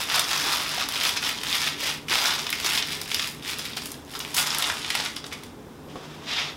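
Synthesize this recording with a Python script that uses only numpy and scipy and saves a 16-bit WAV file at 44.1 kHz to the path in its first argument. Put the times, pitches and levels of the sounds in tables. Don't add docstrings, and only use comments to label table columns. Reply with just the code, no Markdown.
import sys
import numpy as np
from scipy import signal
from scipy.fft import rfft, irfft
from scipy.io import wavfile
from scipy.ndimage import uniform_filter1d

SR = 44100
rng = np.random.default_rng(int(sys.argv[2]) if len(sys.argv) > 2 else 0)


def transcribe(signal):
    frames = np.atleast_2d(signal).T
    limited = np.clip(frames, -1, 1)
    pcm = np.round(limited * 32767).astype(np.int16)
    wavfile.write(sys.argv[1], SR, pcm)


def convert_level_to_amplitude(level_db):
    exponent = np.asarray(level_db, float) / 20
    return 10 ** exponent


N = 289330

# (frequency [Hz], density [dB per Hz])
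ROOM_SPECTRUM = [(15, -49), (25, -20), (80, -14.5), (120, -11), (137, -7.5), (157, -11.5), (242, -7.5),
                 (263, -7.5), (301, -8.5), (384, -9.5), (476, -12), (607, -17), (911, -17), (2160, -28.5),
                 (16000, -43)]
# (frequency [Hz], width [Hz], level [dB])
REFRIGERATOR_MODES = [(152.6, 8.3, -53), (85, 25, -58.5), (72.6, 33, -59.5), (241.5, 31, -56),
                      (287.4, 13, -55), (423.7, 18, -57.5)]
# (frequency [Hz], t60 [s])
KITCHEN_DECAY = [(300, 0.31), (1500, 0.36), (5000, 0.26), (14000, 0.15)]
# (frequency [Hz], gain [dB])
MICROPHONE_RESPONSE = [(3000, 0.5), (3600, 4), (4300, -1.5), (5150, 2.5), (6000, 1), (7500, 1)]

# (time [s], pressure [dB])
DRAG_PRESSURE = [
    (5.9, -60),
    (6.0, -50.5),
    (6.04, -44),
    (6.22, -49),
    (6.31, -26.5),
    (6.392, -26),
    (6.494, -35.5),
    (6.56, -53),
]
# (frequency [Hz], density [dB per Hz])
GRIT_SPECTRUM = [(300, -33), (600, -5.5), (1000, -4), (1700, -4.5), (2500, -3), (3600, -4.5), (5500, -8.5),
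                 (8500, -23), (12700, -28), (16000, -39)]
# (time [s], peak [dB], clack [dB re peak])
BOWL_KNOCKS = [(5.872, -34, -19), (5.885, -32, -15), (5.897, -36, -5.5), (5.957, -19, -20),
               (5.972, -23, -21), (6.025, -37, -14), (6.225, -30, -16)]
# (frequency [Hz], level [dB], t60 [s])
BOWL_MODES = [(514, 5, 0.047), (724, 6, 0.048), (834, -2, 0.063), (1097, 6, 0.049), (1240, -11, 0.074),
              (2290, -12, .06)]
# (start [s], end [s], start pitch [Hz], end pitch [Hz], level [dB])
BOWL_SQUEAKS = [
    (5.823, 5.895, 11600, 12200, -68),
    (5.93, 5.99, 10000, 10200, -73),
    (6.495, 6.53, 12700, 13000, -64),
]

# (time [s], peak [dB], pitch [Hz])
PALM_PATS = [(.169, -22, 654), (.466, -20.5, 365), (.779, -17, 760), (1.829, -25, 557), (2.111, -21, 385),
             (2.139, -20.5, 500), (2.65, -25, 372), (3.769, -23, 785), (4.619, -32, 776), (.535, -17, 1210),
             (1.167, -20, 1450), (2.25, -14, 1410), (5.335, -27, 2220), (5.878, -30, 540)]
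# (frequency [Hz], density [dB per Hz])
FOIL_SPECTRUM = [(290, -26.5), (500, -8.5), (970, 0.5), (2040, -1.5), (3530, -3), (5000, -2.5),
                 (7400, -8.5), (11400, -11), (16000, -17)]
# (time [s], large facets [dB re folds])
FOIL_SLACK = [(0, -5.5), (.9, -7.5), (1.3, -8), (1.7, -11.5), (2.1, -8), (2.3, -7), (2.6, -10), (3.2, -12),
              (3.6, -12), (3.9, -10), (4.2, -4.5), (4.4, -8), (4.6, -4), (5.0, -7.5), (5.6, -6)]
# (time [s], peak [dB])
CREASE_TICKS = [(0.0987, -27), (0.143, -23), (0.158, -11), (0.195, -7.5), (0.8878, -16), (1.0914, -18),
                (1.2894, -19), (1.8058, -25), (1.8362, -22), (2.5028, -15), (2.6458, -19), (2.9238, -23),
                (3.0145, -21.5), (3.1445, -12), (3.5848, -19.5), (3.6526, -23), (3.7678, -26),
                (3.8572, -18.5), (3.917, -21.5), (4.1917, -18), (4.346, -13), (4.472, -13.5), (4.5476, -15),
                (4.585, -9), (4.6246, -12.5), (4.9521, -26), (5.0495, -20), (5.1623, -22), (5.2629, -30),
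                (5.4354, -27)]
# (time [s], peak [dB], ring [Hz], fine creases
# [dB re peak])
FOLD_SNAPS = [(0.0285, -18, 2120, -19), (0.0993, -11, 2550, -18), (0.1197, -14, 1940, -15),
              (0.1426, -10, 4830, -15), (0.194, -7, 4800, -18), (0.241, -15, 4870, -17),
              (0.6626, -13.5, 3700, -20), (0.823, -14.5, 3670, -26), (0.8874, -15, 5430, -10),
              (0.938, -18, 3430, -4), (1.0108, -12, 3500, -16), (1.0919, -10.5, 3470, -13),
              (1.167, -16, 2870, 1), (1.226, -14, 2400, -6), (1.2908, -11.5, 3000, -6),
              (1.3858, -18, 3620, -21), (1.4133, -20, 2920, -15), (1.4341, -14.5, 3080, -1),
              (1.514, -24, 3400, -18), (1.5268, -12.5, 3440, -19), (1.5509, -14, 3400, -20),
              (1.6743, -14, 3380, -7), (1.7857, -25, 2680, -11), (1.8074, -20, 3130, -15),
              (1.8382, -20, 3580, -15), (1.8997, -16, 3880, -17),
              (2.0835, -17, 2510, -8), (2.096, -17, 3530, -10), (2.1134, -16, 2280, -18),
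                  (2.1855, -11.5, 3530, -13), (2.3072, -13, 3540, -16), (2.3484, -15, 3650, -18),
                  (2.4663, -14, 3420, -9), (2.5024, -19, 3670, -8), (2.5272, -10, 2170, -5),
                  (2.5994, -13, 2700, -0.5), (2.646, -12, 3420, -20), (2.7078, -12, 2670, -16),
                  (2.7753, -8, 2630, -14), (2.8241, -9.5, 3540, -26), (2.865, -27, 3670, -14),
                  (2.8929, -22, 3450, -12), (3.0146, -16.5, 5050, 2.5), (3.059, -22.5, 1980, -17),
                  (3.1149, -11, 2770, -11), (3.1445, -9.5, 3600, -11), (3.195, -11, 3620, -18),
                  (3.2246, -11.5, 3460, -13), (3.4247, -28, 3390, -18), (3.4546, -33, 3520, -9),
                  (3.471, -27, 3400, -13), (3.5757, -28, 3520, -5), (3.5913, -17, 4020, -16),
                  (3.6532, -19.5, 3720, -11),
              (3.7325, -24.5, 3600, -15), (3.7707, -24, 3520, -24), (3.8196, -20, 4790, -2),
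                 (3.857, -23.5, 5450, -7), (3.9176, -29.5, 5500, -9), (3.942, -27, 2640, -15),
                 (4.1373, -25, 2360, -15), (4.1516, -21.5, 3520, -19), (4.2022, -18, 3370, -20),
                 (4.3438, -16.5, 5250, -4), (4.3653, -12.5, 4870, 4), (4.4708, -13, 4700, -15),
                 (4.505, -12, 5100, -17), (4.5468, -13, 3770, -1), (4.6226, -11, 3110, -22),
                 (4.6411, -9.5, 3510, -23), (4.6986, -11, 2090, -19), (4.8278, -22, 5330, -17),
                 (4.8451, -14.5, 2430, -23), (4.878, -24, 3400, -16), (4.9031, -9.5, 2340, -3),
                 (4.951, -8, 2390, -1), (4.976, -21, 4170, -16), (5, -14, 3530, -22),
                 (5.0595, -12, 2770, -18), (5.1644, -16, 4400, -17), (5.2413, -22.5, 3720, -13),
                 (5.2655, -24.5, 6360, 2), (5.3246, -20.5, 2250, -18), (5.4341, -27, 2200, -10)]
# (strongest at [s], rise [s], fall [s], level [dB], fine
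# creases [dB re level])
FOIL_SQUEEZES = [(0.0, .05, 0.077, -28, -7.5), (0.17, 0.091, 0.062, -22.5, -10.5),
                 (0.35, 0.19, 0.18, -26.5, -9), (0.53, 0.28, 0.21, -26, -8.5),
                 (0.79, 0.17, 0.11, -28.5, -11), (0.95, 0.071, .06, -28, -9),
                 (1.06, 0.11, 0.092, -24, -9.5), (1.17, .01, 0.014, -24, -14),
                 (1.25, 0.044, 0.14, -26.5, -10), (1.55, .13, 0.094, -26, -9.5),
                 (1.67, 0.15, 0.071, -26.5, -9.5), (1.87, .09, 0.088, -25.5, -8.5),
                 (2.119, 0.029, 0.14, -21.5, -9), (2.26, 0.094, .22, -23.5, -10),
                 (2.54, 0.031, 0.16, -33, -11), (2.66, 0.032, 0.082, -25, -8.5),
                 (2.77, 0.13, 0.054, -25.5, -7), (2.93, .09, 0.092, -30.5, -7.5),
                 (3.14, 0.096, 0.036, -34.5, -5.5), (3.23, 0.11, .11, -31, -5),
                    (3.49, 0.051, 0.064, -29.5, -7.5), (3.6, 0.036, 0.19, -36, -7.5),
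                    (3.772, 0.0075, 0.017, -27, -10), (3.87, .1, 0.11, -41.5, -2),
                    (4.16, 0.075, 0.031, -39, -5.5), (4.21, 0.028, 0.096, -37.5, -8),
                    (4.386, 0.032, 0.061, -22, -2), (4.52, 0.2, 0.14, -27.5, -8.5),
                    (4.66, 0.13, 0.17, -29.5, -5), (4.86, 0.14, 0.095, -39.5, -6),
                    (4.99, 0.13, .13, -30, -6.5), (5.17, .01, 0.037, -43, -10),
                    (5.27, 0.025, 0.039, -46, -1), (5.33, .015, 0.021, -36, -7),
                    (5.42, 0.12, 0.076, -46, -6)]


def evened(x):
    return x / np.sqrt(np.mean(x ** 2) + 1e-20)


def wander(count, size):
    return evened(uniform_filter1d(rng.standard_normal(count), size))


def read(points, hz):
    f, value = np.transpose(points)
    return np.interp(np.log(hz + 1), np.log(f + 1), value)


def along(rows):
    return np.interp(np.arange(N) / SR, *np.transpose(rows))


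def add(mix, s, sound):
    part = mix[round(s * SR):][:len(sound)]
    part += sound[:len(part)]


def butter(order, hz, kind):
    return signal.butter(N=order, Wn=hz, btype=kind, fs=SR, output="sos")


def colour(points):
    hz = abs(np.fft.fftfreq(4096, 1 / SR))
    log_gain = np.log(convert_level_to_amplitude(np.maximum(read(points, hz), -90)))
    return np.fft.ifft(np.exp(np.conj(signal.hilbert(log_gain)))).real[:1024]


def coloured(x, points):
    return signal.oaconvolve(x, colour(points))[:len(x)]


def sizes(x, low_hz=1800, high_hz=6500):
    large = signal.sosfilt(butter(3, low_hz, "low"), x)
    under = signal.sosfilt(butter(3, high_hz, "low"), x)
    middle = signal.sosfilt(butter(3, low_hz, "high"), under)
    fine = signal.sosfilt(butter(3, high_hz, "high"), x)
    return evened(large), evened(middle), evened(fine)


def played(x, large, middle, fine):
    return sum(gain * part for gain, part in zip((large, middle, fine), sizes(x)))


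def facet(x, hz, spread):
    edges = np.minimum([hz / spread, hz * spread], [0.4 * SR, 0.45 * SR])
    return 0.74 * x + 1.65 * signal.sosfilt(butter(1, edges, "band"), x)


def buckle(hz, ring_db, crack_t60, ring_t60, size):
    t = np.arange(size) / SR
    crack = facet(rng.standard_normal(size) * convert_level_to_amplitude(-60 * t / crack_t60), hz, spread=1.43)
    rattle = sum(np.sin(2 * np.pi * hz * f * t) for f in rng.uniform(0.76, 1.2, size=6))
    return crack + convert_level_to_amplitude(ring_db - 60 * t / ring_t60) * rattle


def grains(per_s, spread_db, clump_db, clump_s, crack_t60, count=14):
    clumps = wander(N, max(round(clump_s * SR), 2))
    struck = rng.random(N) < per_s / SR
    size = rng.integers(0, count, N)
    strength = np.minimum(rng.exponential(1, N), 4)
    train = convert_level_to_amplitude(spread_db * strength + clump_db * clumps) * struck
    power_decay = convert_level_to_amplitude(-120 / (crack_t60 * SR))
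    out = np.zeros(N)
    for k, hz in enumerate(np.geomspace(700, 13000, num=count)):
        dying = signal.lfilter([1], [1, -power_decay], (train * (size == k)) ** 2)
        busy = convert_level_to_amplitude(2.5 * wander(N, round(0.06 * SR)))
        out += facet(busy * np.sqrt(dying) * rng.standard_normal(N), hz, spread=1.63)
    return out


def room_tone():
    hz = np.fft.rfftfreq(N, 1 / SR)
    air = irfft(rfft(rng.standard_normal(N)) * convert_level_to_amplitude(read(ROOM_SPECTRUM, hz)), N)
    out = convert_level_to_amplitude(-45) * evened(air)
    for mode_hz, width_hz, db in REFRIGERATOR_MODES:
        resonance = 1 / (1 + (2 * (hz - mode_hz) / width_hz) ** 2)
        out += convert_level_to_amplitude(db) * evened(irfft(rfft(rng.standard_normal(N)) * resonance, N))
    return out


def kitchen_echo(x, turns_per_s=4.7):
    at, out = np.arange(200, SR // 2 - 20, 20), np.zeros(N)
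    for k in range(3):
        taps = np.zeros(SR // 2)
        taps[at + rng.integers(0, 20, len(at))] = rng.choice([-1.0, 1.0], len(at))
        hz, t, z = signal.stft(taps, SR, nperseg=256)
        decay = convert_level_to_amplitude(-60 * t / read(KITCHEN_DECAY, hz)[:, None])
        tail = signal.istft(z * decay, SR, nperseg=256)[1]
        turn = turns_per_s * np.arange(N) / SR + k / 3
        share = np.sqrt(2 / 3) * np.cos(2 * np.pi * turn)
        out += signal.oaconvolve(x * share, tail / np.linalg.norm(tail))[:N]
    return out


def bowl_drag():
    rasp = grains(per_s=6000, spread_db=2.0, clump_db=1.2, clump_s=0.0073, crack_t60=0.027)
    press_db = along([(DRAG_PRESSURE[0][0] - 0.05, -130)] + DRAG_PRESSURE)
    eased_db = 0.68 * (press_db - press_db.max())
    return played(coloured(rasp, GRIT_SPECTRUM), large=convert_level_to_amplitude(-37.5 + eased_db),
                  middle=convert_level_to_amplitude(press_db - 2.0), fine=convert_level_to_amplitude(-43.5 + eased_db))


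def bowl_knocks():
    out, t = np.zeros(N), np.arange(6000) / SR
    for s, peak_db, clack_db in BOWL_KNOCKS:
        ring = sum(convert_level_to_amplitude(db - 60 * t / t60) * np.sin(2 * np.pi * hz * t) for hz, db, t60 in BOWL_MODES)
        add(out, s, convert_level_to_amplitude(peak_db - 5.0) * ring / abs(ring).max())
        clack = sizes(buckle(2550, ring_db=-25, crack_t60=0.2, ring_t60=0.05, size=4000))[1]
        add(out, s, convert_level_to_amplitude(peak_db + clack_db - 4) * clack / 4)
    return out


def bowl_squeaks():
    out = np.zeros(N)
    for start, end, from_hz, to_hz, db in BOWL_SQUEAKS:
        glide = np.linspace(from_hz, to_hz, round((end - start) * SR))
        hz = glide + 120 * wander(len(glide), 150)
        tone = np.sin(2 * np.pi * np.cumsum(hz) / SR)
        add(out, start, convert_level_to_amplitude(db + 3) * tone * signal.windows.tukey(len(hz), 0.4))
    return out


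def palm_pats():
    out, t = np.zeros(N), np.arange(1600) / SR
    for s, peak_db, hz in PALM_PATS:
        front = 1 - np.exp(-t / 0.00023)
        add(out, s, convert_level_to_amplitude(peak_db - 5.0 - 60 * t / 0.029) * np.sin(2 * np.pi * hz * t) * front)
    return out


def crease_ticks():
    out = np.zeros(N)
    for s, peak_db in CREASE_TICKS:
        flip = buckle(11400, ring_db=-27, crack_t60=0.018, ring_t60=0.011, size=600)
        tick = sizes(coloured(flip, FOIL_SPECTRUM), high_hz=6950)[2]
        add(out, s, convert_level_to_amplitude(peak_db - 3.0) * tick / abs(tick).max())
    return out


def fold_snaps():
    out, t, slack_db = np.zeros(N), np.arange(1600) / SR, along(FOIL_SLACK)
    for s, peak_db, hz, fine_db in FOLD_SNAPS:
        flip = buckle(hz, ring_db=-21, crack_t60=0.03, ring_t60=0.018, size=1600)
        large, middle, fine = sizes(coloured(flip, FOIL_SPECTRUM))
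        boom_db = -4.5 + slack_db[round(s * SR)] - 0.5 * np.log2(hz / 3500) + 8 * rng.uniform(-0.65, 1)
        fold = convert_level_to_amplitude(boom_db) * large + middle + convert_level_to_amplitude(fine_db - 4.5 - 60 * t / 0.11) * fine
        add(out, s, convert_level_to_amplitude(peak_db - 2.5) * fold / abs(middle).max())
    return out


def squeeze_envelopes(rustle_end_s):
    t = np.arange(0, N + 32, 32) / SR
    folds = convert_level_to_amplitude(2 * (-58 - 60 * np.maximum(t - rustle_end_s, 0)))
    fine = folds * convert_level_to_amplitude(2 * -6.0)
    for top, rise, fall, db, fine_db in FOIL_SQUEEZES:
        away = np.where(t < top, (top - t) / rise, (t - top) / fall)
        power = convert_level_to_amplitude(-2 * 12.5 * away ** 1.62)
        folds = folds + power * convert_level_to_amplitude(2 * db)
        fine = fine + power ** 0.92 * convert_level_to_amplitude(2 * (db + fine_db))
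    return [convert_level_to_amplitude(-2.0) * np.sqrt(np.interp(np.arange(N) / SR, t, p)) for p in (folds, fine)]


def crackle():
    rustle_end_s = 5.3
    folds, fine = squeeze_envelopes(rustle_end_s)
    dense = grains(per_s=1900, spread_db=3.2, clump_db=1.0, clump_s=0.013, crack_t60=0.011)
    crumple = played(coloured(dense, FOIL_SPECTRUM), large=folds * convert_level_to_amplitude(along(FOIL_SLACK)),
                     middle=folds, fine=fine)
    needles = grains(per_s=110, spread_db=2.5, clump_db=1.2, clump_s=0.04, crack_t60=0.0025)
    handled = along([(rustle_end_s, 1), (rustle_end_s + 0.29, 0)]) * convert_level_to_amplitude(-18)
    share = 0.74
    lone = played(coloured(needles, FOIL_SPECTRUM), large=0,
                  middle=handled * folds ** share, fine=handled * fine ** share)
    return crumple + lone


def shaded(foil, set_down_s=4.46, share=0.56):
    top = signal.sosfiltfilt(butter(2, 11000, "high"), foil)
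    return foil - along([(set_down_s - 0.05, 0), (set_down_s + 0.05, share)]) * top


def scene():
    bowl = bowl_drag() + bowl_knocks() + bowl_squeaks()
    foil = palm_pats() + crease_ticks() + fold_snaps() + crackle()
    near = shaded(foil) + bowl
    return (room_tone() + convert_level_to_amplitude(-5.5) * kitchen_echo(near) + near)[None]


def roll_off(x):
    return signal.sosfilt(signal.butter(12, 16830, fs=SR, output="sos"), x)


def record(dry):
    heard = coloured(dry[0], MICROPHONE_RESPONSE)
    band_limit = signal.firwin(511, 15880, window=("kaiser", 9), fs=SR)
    limited = signal.oaconvolve(heard, band_limit, "same")
    return roll_off(limited[None])


dry = scene()
out = record(dry)
transcribe(out)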